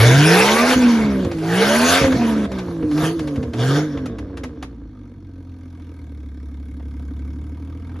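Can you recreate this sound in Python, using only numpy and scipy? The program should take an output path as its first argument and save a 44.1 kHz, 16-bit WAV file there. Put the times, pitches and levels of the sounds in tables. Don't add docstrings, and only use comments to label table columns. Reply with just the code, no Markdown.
import sys
import numpy as np
from scipy import signal
from scipy.fft import rfft, irfft, next_fast_len
from scipy.io import wavfile
from scipy.ndimage import uniform_filter1d

SR = 44100
rng = np.random.default_rng(int(sys.argv[2]) if len(sys.argv) > 2 else 0)


def dump_mix(stems):
    frames = np.atleast_2d(stems).T
    limited = np.clip(frames, -1, 1)
    pcm = np.round(limited * 32767).astype(np.int16)
    wavfile.write(sys.argv[1], SR, pcm)


N = 352800


def amp(db):
    return 10 ** (np.asarray(db) / 20)


def in_time(rows):
    s, *columns = np.transpose(rows)
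    return [np.interp(np.arange(N) / SR, s, c) for c in columns]


def at_hz(points, hz):
    f, v = np.transpose(points)
    return np.interp(np.log(hz + 1), np.log(f + 1), v)


def shaped(x, response):
    size = next_fast_len(N + 4096)
    return irfft(rfft(x, size) * response(np.fft.rfftfreq(size, 1 / SR)), size)[..., :N]


def band(x, lo_hz, hi_hz):
    return signal.sosfilt(signal.butter(2, [lo_hz, hi_hz], "band", fs=SR, output="sos"), x)


def lowpass(x, order, hz):
    return signal.sosfilt(signal.butter(order, hz, fs=SR, output="sos"), x)


def highpass(x, order, hz):
    return signal.sosfilt(signal.butter(order, hz, "high", fs=SR, output="sos"), x)


def resonance(x, hz, width_hz):
    r = np.exp(-np.pi * width_hz / SR)
    feedback = [1, -2 * r * np.cos(2 * np.pi * hz / SR), r * r]
    return signal.lfilter((1 - r * r) / 2 * np.array([1, 0, -1]), feedback, x + 1e-18)


def evened(x, lo_hz, hi_hz):
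    power = uniform_filter1d(band(x, lo_hz, hi_hz) ** 2, size=6001)
    return x / np.sqrt(uniform_filter1d(power, size=6001) + 1e-20)


def drift(corner_hz):
    r = np.exp(-80 * np.pi * corner_hz / SR)
    slow = signal.lfilter([1], [1, -2 * r, r * r], rng.standard_normal(N // 40 + 2002))[2000:]
    return np.interp(np.arange(N) / 40, np.arange(len(slow)), slow / slow.std())


def rumble(db):
    noise = band(rng.standard_normal(N), 26, 97)
    return amp(db + 2 * drift(3.8)) * noise / noise.std()


WHINE_HZ, WHINE_STAGE_WIDTH_HZ, WHINE_RMS_DB = 4260, 90, -83


def whine():
    thin = resonance(rng.standard_normal(N), WHINE_HZ, WHINE_STAGE_WIDTH_HZ)
    thin = resonance(thin, WHINE_HZ, WHINE_STAGE_WIDTH_HZ)
    return amp(WHINE_RMS_DB) * thin / thin.std()


# (frequency [Hz], width [Hz], gain [dB])
PIPE_MODES = [(65, 17, -4.5), (112, 58, -3), (259.6, 47, 4), (312, 69, 0), (455.8, 32.7, 2.5),
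              (549, 50, -3), (682, 52, -8), (970, 150, -12.5), (1080, 127, -6), (1623, 160, -5),
              (2100, 130, -12.5), (3440, 890, -13)]


def pipe(x):
    return sum((-1) ** k * amp(db) * resonance(x, hz, width_hz)
               for k, (hz, width_hz, db) in enumerate(PIPE_MODES))


# (time [s], level [dB], note [Hz])
BOOM_EVENTS = [(0.517, -36, 84.4), (0.754, -24.5, 74), (1.022, -25.5, 63.5), (1.249, -20, 87),
               (1.666, -27, 143), (1.894, -31.5, 85), (2.011, -17.5, 140), (2.117, -26, 87),
               (2.142, -18, 125), (2.432, -29.5, 89), (2.668, -35, 86), (2.827, -22, 73),
               (3.02, -25.5, 137), (3.21, -31, 141), (3.375, -25.5, 76), (3.577, -29, 117),
               (3.944, -35, 80)]


def booms(t60_s, puff_db, puff_top_hz):
    out, age_s = np.zeros(N), np.arange(SR // 4) / SR
    rough = pipe(band(rng.standard_normal(N), 27, puff_top_hz))
    rough /= rough.std()
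    for s, db, hz in BOOM_EVENTS:
        i = round(s * SR)
        swell = amp(db - 60 * age_s / t60_s) * np.minimum(age_s / 0.0023, 1)
        note = np.sin(2 * np.pi * hz * age_s)
        out[i:i + len(age_s)] += swell * (note + amp(puff_db) * rough[i:i + len(age_s)])
    return out


# (frequency [Hz], relative density [dB per Hz])
JET_COLOUR = [(600, 1), (900, 0.5), (1500, -4.5), (2500, -7), (4500, -14), (6500, -17), (8300, -17),
              (10500, -20.5), (13000, -29.5)]


def jet_noise():
    return shaped(rng.standard_normal(N), lambda f: amp(at_hz(JET_COLOUR, f)))


POP_T60_S = 0.074
# (time [s], level [dB], low-pass corner [Hz])
POP_EVENTS = [(1.2446, -23, 8000), (1.313, -22, 8040), (1.382, -29, 7040), (2.016, -15, 2500),
              (2.038, -8.5, 1500), (2.059, -23, 1500), (2.121, -16, 6040), (2.515, -25, 13000),
              (2.584, -20.5, 9100), (2.824, -28.5, 2980), (2.911, -25.5, 12000), (2.975, -20, 9000),
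              (3.1907, -22, 12000), (3.272, -24.5, 11000), (3.356, -29, 12000), (3.427, -28, 8000),
              (3.533, -23.5, 12000), (3.590, -31, 13000), (3.971, -27, 5000), (4.056, -24, 12000),
              (4.183, -29, 10900), (4.2969, -41, 2000), (4.37, -26, 11000), (4.4335, -22.5, 13000),
              (4.6244, -23.5, 12000), (5.796, -46, 5960), (6.797, -38.5, 1990), (7.891, -39, 2500),
              (7.914, -42, 2000), (7.955, -33.5, 1950)]


def pops(tail_db, tail_stretch):
    t, out = np.arange(N) / SR, np.zeros(N)
    noise = jet_noise()
    noise = noise / (2 * band(noise, 900, 5900).std())
    for s, db, dull_hz in POP_EVENTS:
        i = round(s * SR)
        age_s = t[:min(SR // 3, N - i)]
        fall = amp(-60 * age_s / POP_T60_S)
        fall = fall + amp(tail_db - 60 * age_s / (tail_stretch * POP_T60_S))
        dull = lowpass(noise[i:i + len(age_s)], 2, min(dull_hz, 16000))
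        out[i:i + len(age_s)] += amp(db) * np.minimum(age_s / 0.0045, 1) * fall * dull
    return out


# (frequency [Hz], width [Hz], relative level [dB])
RASP_MODES = [(467, 99, 6), (677, 67, 0.5), (949, 51, -1.5), (1211, 166, -1), (1541, 99, -4),
              (2185, 140, -5), (3490, 500, -10), (4285, 370, -15.5), (5580, 600, -16.5)]


def rasp(count, throb, steady, spread_db, patchy_db, ring_db, low_db):
    out, chance, noise = 0, rng.standard_normal((4000, len(RASP_MODES))), rng.standard_normal(N)
    for k, (hz, width_hz, db) in enumerate(RASP_MODES):
        puffs = min(hz / 1300, 1) * throb * amp(spread_db * chance[count, k])
        blown = noise * (steady + puffs)
        db = db + patchy_db * drift(7.0) + (ring_db if k == 5 else 0)
        db = db + (0.35 * low_db if hz < 1300 else -0.3 * ring_db * (hz > 4000))
        rung = resonance(resonance(blown, hz, 1.5 * width_hz), hz, 1.5 * width_hz)
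        out = out + amp(db) * rung / np.sqrt(width_hz)
    return out / band(out, 850, 2700).std()


# (time [s], rasp level [dB], treble tilt [dB per octave],
# ground echo share [0-1], hiss below 1.35 kHz [dB], ring near 2.2 kHz [dB], ground echo lag [ms])
TAILPIPE_HEADING = [(0, -2.5, -0.2, 0.044, -12, -5.5, 0.63), (.55, -7, -0.3, 0.1, -10.5, -4, 0.47),
                    (1.0, -2.5, -2, 0.073, 0.5, 1.5, 0.53), (1.5, -6.5, 0.1, 0.07, -9, -4.5, 0.69),
                    (1.9, -2.5, 1.1, 0.076, -11, -8, .62), (2.1, -1.5, -1.5, 0.044, -9, -3.5, 0.69),
                    (2.8, -4, 0.5, 0.09, 6.5, -12, 0.51), (3.1, -3, 1.5, 0.28, 0, -8, 0.634),
                    (3.7, 4, 1.4, 0.3, 0.5, -16.5, .58), (4.15, 1.5, -3, 0.3, -2.5, -9, 0.56),
                    (4.75, 8, -1, 0.12, 5.5, -2.5, 0.546), (5.3, 10.5, 2, 0.042, 0, -3.5, 0.49),
                    (6.5, 9.5, 2.5, 0.21, 1, 0.5, 0.544), (8, 10, 3, 0.1, 4, 0.5, 0.63)]


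def jet(firings, firing_hz, puff_s, steady, spread_db):
    rasp_db, tilt_db, echo, low_db, ring_db, lag_ms = in_time(TAILPIPE_HEADING)
    spread_db = spread_db * np.interp(firing_hz, [50, 130], [1, .45])
    steady = steady * np.interp(firing_hz, [50, 130], [.5, 1])
    patchy_db = np.interp(firing_hz, [50, 130], [1.2, 3.2])
    count = np.floor(firings).astype(int)
    since_s = (firings - count) / firing_hz
    hiss = jet_noise()
    hiss, out = hiss / band(hiss, 1800, 4900).std(), 0
    edges_hz, chance = np.geomspace(780, 14500, 17), rng.standard_normal((4000, 17))
    for k in range(16):
        octaves = np.log2(edges_hz[k] / 3000)
        puff = np.exp(-since_s / (puff_s * .8 ** octaves)) * np.minimum(since_s / .0025, 1)
        strength = amp(spread_db * (chance[count, k] + 0.19 * chance[count, 16]))
        part = shaped(hiss, lambda f: (f >= edges_hz[k]) & (f < edges_hz[k + 1]))
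        colour_db = tilt_db * octaves + low_db * (edges_hz[k] < 1300) + patchy_db * drift(11.0)
        out = out + (steady * 1.97 ** octaves + strength * puff) * amp(colour_db) * part
    throb = np.exp(-since_s / puff_s) * np.minimum(since_s / .003, 1)
    ringing = rasp(count, throb, 3 * steady, spread_db, patchy_db, ring_db, low_db)
    out = evened(out, 1300, 7000) + amp(rasp_db) * ringing
    bounced = np.interp(np.arange(N) - lag_ms * SR / 1000, np.arange(N), out)
    return amp(.8 * drift(3.0)) * (out + np.clip(echo, 0, .9) * bounced)


def climb_rate(firing_hz):
    return uniform_filter1d(np.gradient(firing_hz) * SR, size=3001)


# (order, level on the overrun [dB], level while revs climb [dB])
ORDER_LEVELS = [(1, -8, -4.5), (2, 0.5, 1.5), (4, -0.5, -5), (5, -3, 3), (7, -12.5, 5.5), (8, -9, 10.5),
                (9, 1, 3), (10, -4, -0.5), (11, -5, 6), (12, -1, -1), (13, -10, 7), (14, -8, -1.5),
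                (15, -2, 7), (16, -5.5, -8), (17, -5, -7), (18, -3.5, -10.5)]


def crank_orders(firings, firing_hz):
    out, start_rad = np.zeros(N), rng.uniform(0, 2 * np.pi, 48)
    share_db = list(rng.normal(-6, 3, 48))
    climb = climb_rate(firing_hz)
    for order, overrun_db, climbing_db in ORDER_LEVELS:
        share_db[round(order)] = np.interp(climb, [-20, 40], [overrun_db, climbing_db])
    wavers = [drift(13.0) for k in range(12)]
    uneven_db = np.interp(firing_hz, [50, 130], [-9, 0])
    waver_db = np.interp(firing_hz, [50, 130], [1.5, 4.6])
    overrun = np.interp(climb, [-80, -20], [1, 0]) * np.interp(firing_hz, [110, 170], [0, 1])
    top_order = 26 - 15 * overrun
    for k in range(1, 40):
        if k in (3, 6):
            continue
        db = (uneven_db if k % 3 else 0) + share_db[k] + waver_db * wavers[k % 12]
        audible = np.clip(3 - k * firing_hz / 3 / 800, 0, 1) / (1 + (k / top_order) ** 6)
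        out += amp(db) * audible * np.sin(2 * np.pi * k * firings / 3 + start_rad[k])
    return out


INTAKE_DB, GLIDE_S_PER_HZ = 0.5, .0004


def exhaust(firings, firing_hz, body_db, growl_db):
    at = np.flatnonzero(np.diff(np.floor(firings))) + 1
    misfit = np.zeros(N)
    misfit[at] = rng.standard_normal(4000)[:len(at)] * SR / firing_hz[at]
    climb = climb_rate(firing_hz)
    misfit *= np.interp(climb, [-60, 0, 60], [2.0, 1.0, .15])
    strong = np.zeros(N)
    strong[at] = SR / firing_hz[at] * np.where(np.arange(len(at)) % 3, .33, 1)
    strong = shaped(strong, lambda f: np.exp(-1j * np.pi * GLIDE_S_PER_HZ * np.clip(f - 200, 0, 150) ** 2))
    silencer = band(.35 * misfit + 2.2 * strong, 225, 325)
    lumps = band(misfit, 59.0, 77) * np.interp(firing_hz, [50, 100], [.1, .9])
    misfit = lowpass(misfit, 2, 1100)
    orders = crank_orders(firings, firing_hz)
    piped = pipe(orders + .14 * misfit + .35 * silencer)
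    piped = piped + np.interp(climb, [30, 210], [0, amp(INTAKE_DB)]) * band(orders, 380, 1190)
    body = lowpass(piped + 1.02 * lumps, 4, 345)
    growl = highpass(piped, 4, 345)
    return amp(body_db) * evened(body, 40, 400) + amp(growl_db) * evened(growl, 210, 1100)


def drone(firings, levels_db, waver_db):
    out = 0
    for k, db in enumerate(levels_db):
        level = np.sqrt(2) * amp(db + waver_db * drift(30.0))
        out = out + level * np.sin(2 * np.pi * (k + 1) * firings + 0.17 * drift(59))
    return out


# (time [s], firing rate [Hz])
ENGINE_SPEED = [(0, 108.2), (.25, 154.7), (.44, 198.7), (.69, 253.4), (.78, 254.9), (1.06, 210.8),
                (1.26, 180.3), (1.4, 157.2), (1.51, 169.7), (1.79, 236), (2.0, 277.9), (2.15, 253.2),
                (2.23, 230.9), (2.38, 214.1), (2.55, 192.6), (2.69, 173.7), (2.93, 147.1), (3.15, 168.5),
                (3.23, 153.5), (3.37, 138.5), (3.52, 114.4), (3.61, 121.7), (3.78, 149.3), (3.85, 154.6),
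                (4.05, 127.1), (4.18, 103.8), (4.49, 80.03), (4.71, 58.85), (4.99, 48.27), (5.38, 44.2),
                (5.89, 41.8), (6.21, 35.35), (6.95, 35.3), (7.26, 35.7), (7.83, 41.2), (8, 43)]


def engine_speed():
    firing_hz, = in_time(ENGINE_SPEED)
    return firing_hz


# (start [s], drone swell [s], roar swell [s], shut start [s], shutting [s], then open-throttle
# offsets: 1st multiple [dB], 2nd multiple [dB], silencer body [dB], growl [dB], roar [dB])
PEDAL_PRESSES = [(-.2, .1, .1, 0.735, .03, -2, 0.5, -7, 2, -1),
                 (1.367, 0.25, 0.26, 2.02, .08, 1.5, 0.5, -2, 3.5, -6),
                 (2.19, 0.026, 0.024, 2.458, 0.013, 1.5, -6.5, -3.5, -3, -10.5),
                 (2.872, 0.078, 0.17, 3.058, 0.1, -8.5, 1, -3, -12, -11),
                 (3.525, 0.082, 0.082, 3.78, 0.09, -8, -1, -4.5, -11, -15)]


def pedal():
    t, swell, strength_db = np.arange(N) / SR, np.zeros((2, N)), np.zeros((5, N))
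    for start_s, drone_s, roar_s, shut_s, shutting_s, *db in PEDAL_PRESSES:
        opening = (t - start_s) / [[drone_s], [roar_s]]
        press = np.clip(np.minimum(opening, 1 - (t - shut_s) / shutting_s), 0, 1)
        swell += press
        strength_db += (press[0] > 0) * np.array(db)[:, None]
    return np.minimum(swell, 1), strength_db


# (time [s], half length [s], 1st multiple change [dB], 2nd multiple change [dB])
DRONE_FALTERS = [(0.04, 0.049, -1, -6), (0.425, 0.068, -4, -10), (0.575, 0.024, -10, -11),
                 (0.746, 0.022, -10, -2), (1.3, 0.061, -27, -1), (1.667, 0.086, -1.5, -7),
                 (1.95, 0.089, -14, 1.5), (2.052, 0.055, -10.5, 10.5), (2.161, 0.032, -25.5, -33),
                 (2.487, 0.031, -17, -11), (2.888, 0.098, -13, 3.5), (3.162, 0.036, -12, 7.5),
                 (3.52, 0.029, -11, -13)]


def falter(db):
    t = np.arange(N) / SR
    for s, half_s, *change_db in DRONE_FALTERS:
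        db[:2] += np.array(change_db)[:, None] * np.clip(1 - abs(t - s) / half_s, 0, 1)


# (firing rate [Hz], 1st multiple [dB], 2nd multiple [dB],
# silencer body [dB], growl [dB], jet roar [dB])
SHUT_LEVELS = [(35.5, -64, -27, -35.5, -58.5, -64), (44, -44, -35.5, -40, -59.5, -65.5),
               (53.4, -40, -49.5, -42, -61, -68), (83, -39.5, -48, -33.5, -44, -61),
               (126, -34, -30, -28.5, -38, -56), (156.2, -30.5, -25, -36.5, -35, -49.5),
               (203.4, -22.5, -35.5, -28, -31.5, -42.5), (239.6, -15.5, -37, -40.5, -36, -32.5),
               (274.3, -12.5, -21.5, -26.5, -17, -30.5)]
OPEN_LEVELS = [(107, -6, -34.5, -33, -18.5, -22), (148.3, -10.5, -19, -33.5, -28.5, -20),
               (198, -18, -26.5, -22, -20.5, -18.5), (244, -14, -26, -25, -23, -18.5),
               (260, -12.5, -25.5, -19.5, -23.5, -18)]
# (time [s], exhaust note [dB], roar [dB])
LOUDNESS = [(0, 0, 5), (.2, 1, -1.5), (.38, 1.5, 1.5), (.65, -2.5, -3), (.85, 3.5, 4), (1.2, 2, 2.5),
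            (1.3, 1, -0.5), (1.5, -2, 3.5), (1.72, -5, 0.5), (1.95, -4.5, 4.5), (2.08, -2.5, -2.5),
            (2.43, -4.5, -10.5), (2.49, -4, -10), (2.56, -3.5, 1), (2.65, -4.5, -2.5), (2.85, 0, -3),
            (3.04, -2.5, 2.5), (3.2, -0.5, -2), (3.5, 0.5, -2), (3.62, -2, -0.5), (3.8, 0, 0.5),
            (4.2, -1.5, -3), (4.7, 1, -4), (5.2, -2, -4.5), (5.9, -3, -0.5), (6.3, -6.5, -3.5),
            (7.26, -1, 0.5), (7.82, 0, 0.5), (7.95, 2, 1.5), (8, -0.5, 3)]


def layer_levels(firing_hz):
    (swell, strength_db), loudness_db = pedal(), np.array(in_time(LOUDNESS))
    shut_db, open_db = (np.array([at_hz(np.array(rows)[:, [0, k]], firing_hz) for k in range(1, 6)])
                        for rows in (SHUT_LEVELS, OPEN_LEVELS))
    db = shut_db + swell[[0, 0, 0, 1, 1]] * (open_db + strength_db - shut_db)
    db = db + loudness_db[[0, 0, 0, 0, 1]]
    falter(db)
    return db


# (frequency [Hz], level [dB])
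SCATTER_LEVEL = [(60, -70), (250, -36), (1000, -15), (3000, -8.5), (6000, -6), (12000, -15.5)]


def scattered(x):
    age_s = np.arange(3000) / SR
    smear = rng.standard_normal(len(age_s)) * amp(-60 * age_s / 0.13) * np.minimum(age_s / .012, 1)
    wet = signal.fftconvolve(x, smear / np.sqrt(np.sum(smear ** 2)))[:N]
    return shaped(wet, lambda f: amp(at_hz(SCATTER_LEVEL, f))) * [[1], [-1]]


# (frequency [Hz], left minus right [dB])
PORT_LEVEL = [(60, -.1), (250, -.6), (500, -2.4), (1200, -2.2), (2400, 1.4), (5000, 2.6), (7400, 0)]
# (frequency [Hz], left lead [rad])
PORT_LEAD = [(0, 0), (690, -.1), (3010, .7), (4050, .1), (5080, .6), (5860, 0), (6900, -.9), (7700, -3.14),
             (8900, -3.14), (9500, -4.7), (13500, -4.8)]


def ports(x):
    side = np.array([[.5], [-.5]])
    return shaped(x, lambda f: amp(side * at_hz(PORT_LEVEL, f)) * np.exp(1j * side * at_hz(PORT_LEAD, f)))


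def scene():
    firing_hz = engine_speed()
    first_db, second_db, body_db, growl_db, roar_db = layer_levels(firing_hz)
    firings = np.cumsum(firing_hz) / SR
    mix = rumble(db=-47.0) + whine()
    mix += booms(t60_s=0.28, puff_db=3.0, puff_top_hz=325)
    mix += pops(tail_db=-35.5, tail_stretch=17.0)
    mix += amp(roar_db) * jet(firings, firing_hz, puff_s=.007, steady=.14, spread_db=2.8)
    mix += exhaust(firings, firing_hz, body_db, growl_db)
    mix += drone(firings, [first_db, second_db], waver_db=1.03)
    return ports(mix) + scattered(mix)


STOPBAND_HZ = 13950


def record(dry):
    rounded = 1.256 * np.tanh(highpass(dry, 2, 45) / 1.155)
    return signal.sosfilt(signal.cheby2(14, 45, STOPBAND_HZ, fs=SR, output="sos"), rounded)


dry = scene()
out = record(dry)
dump_mix(out)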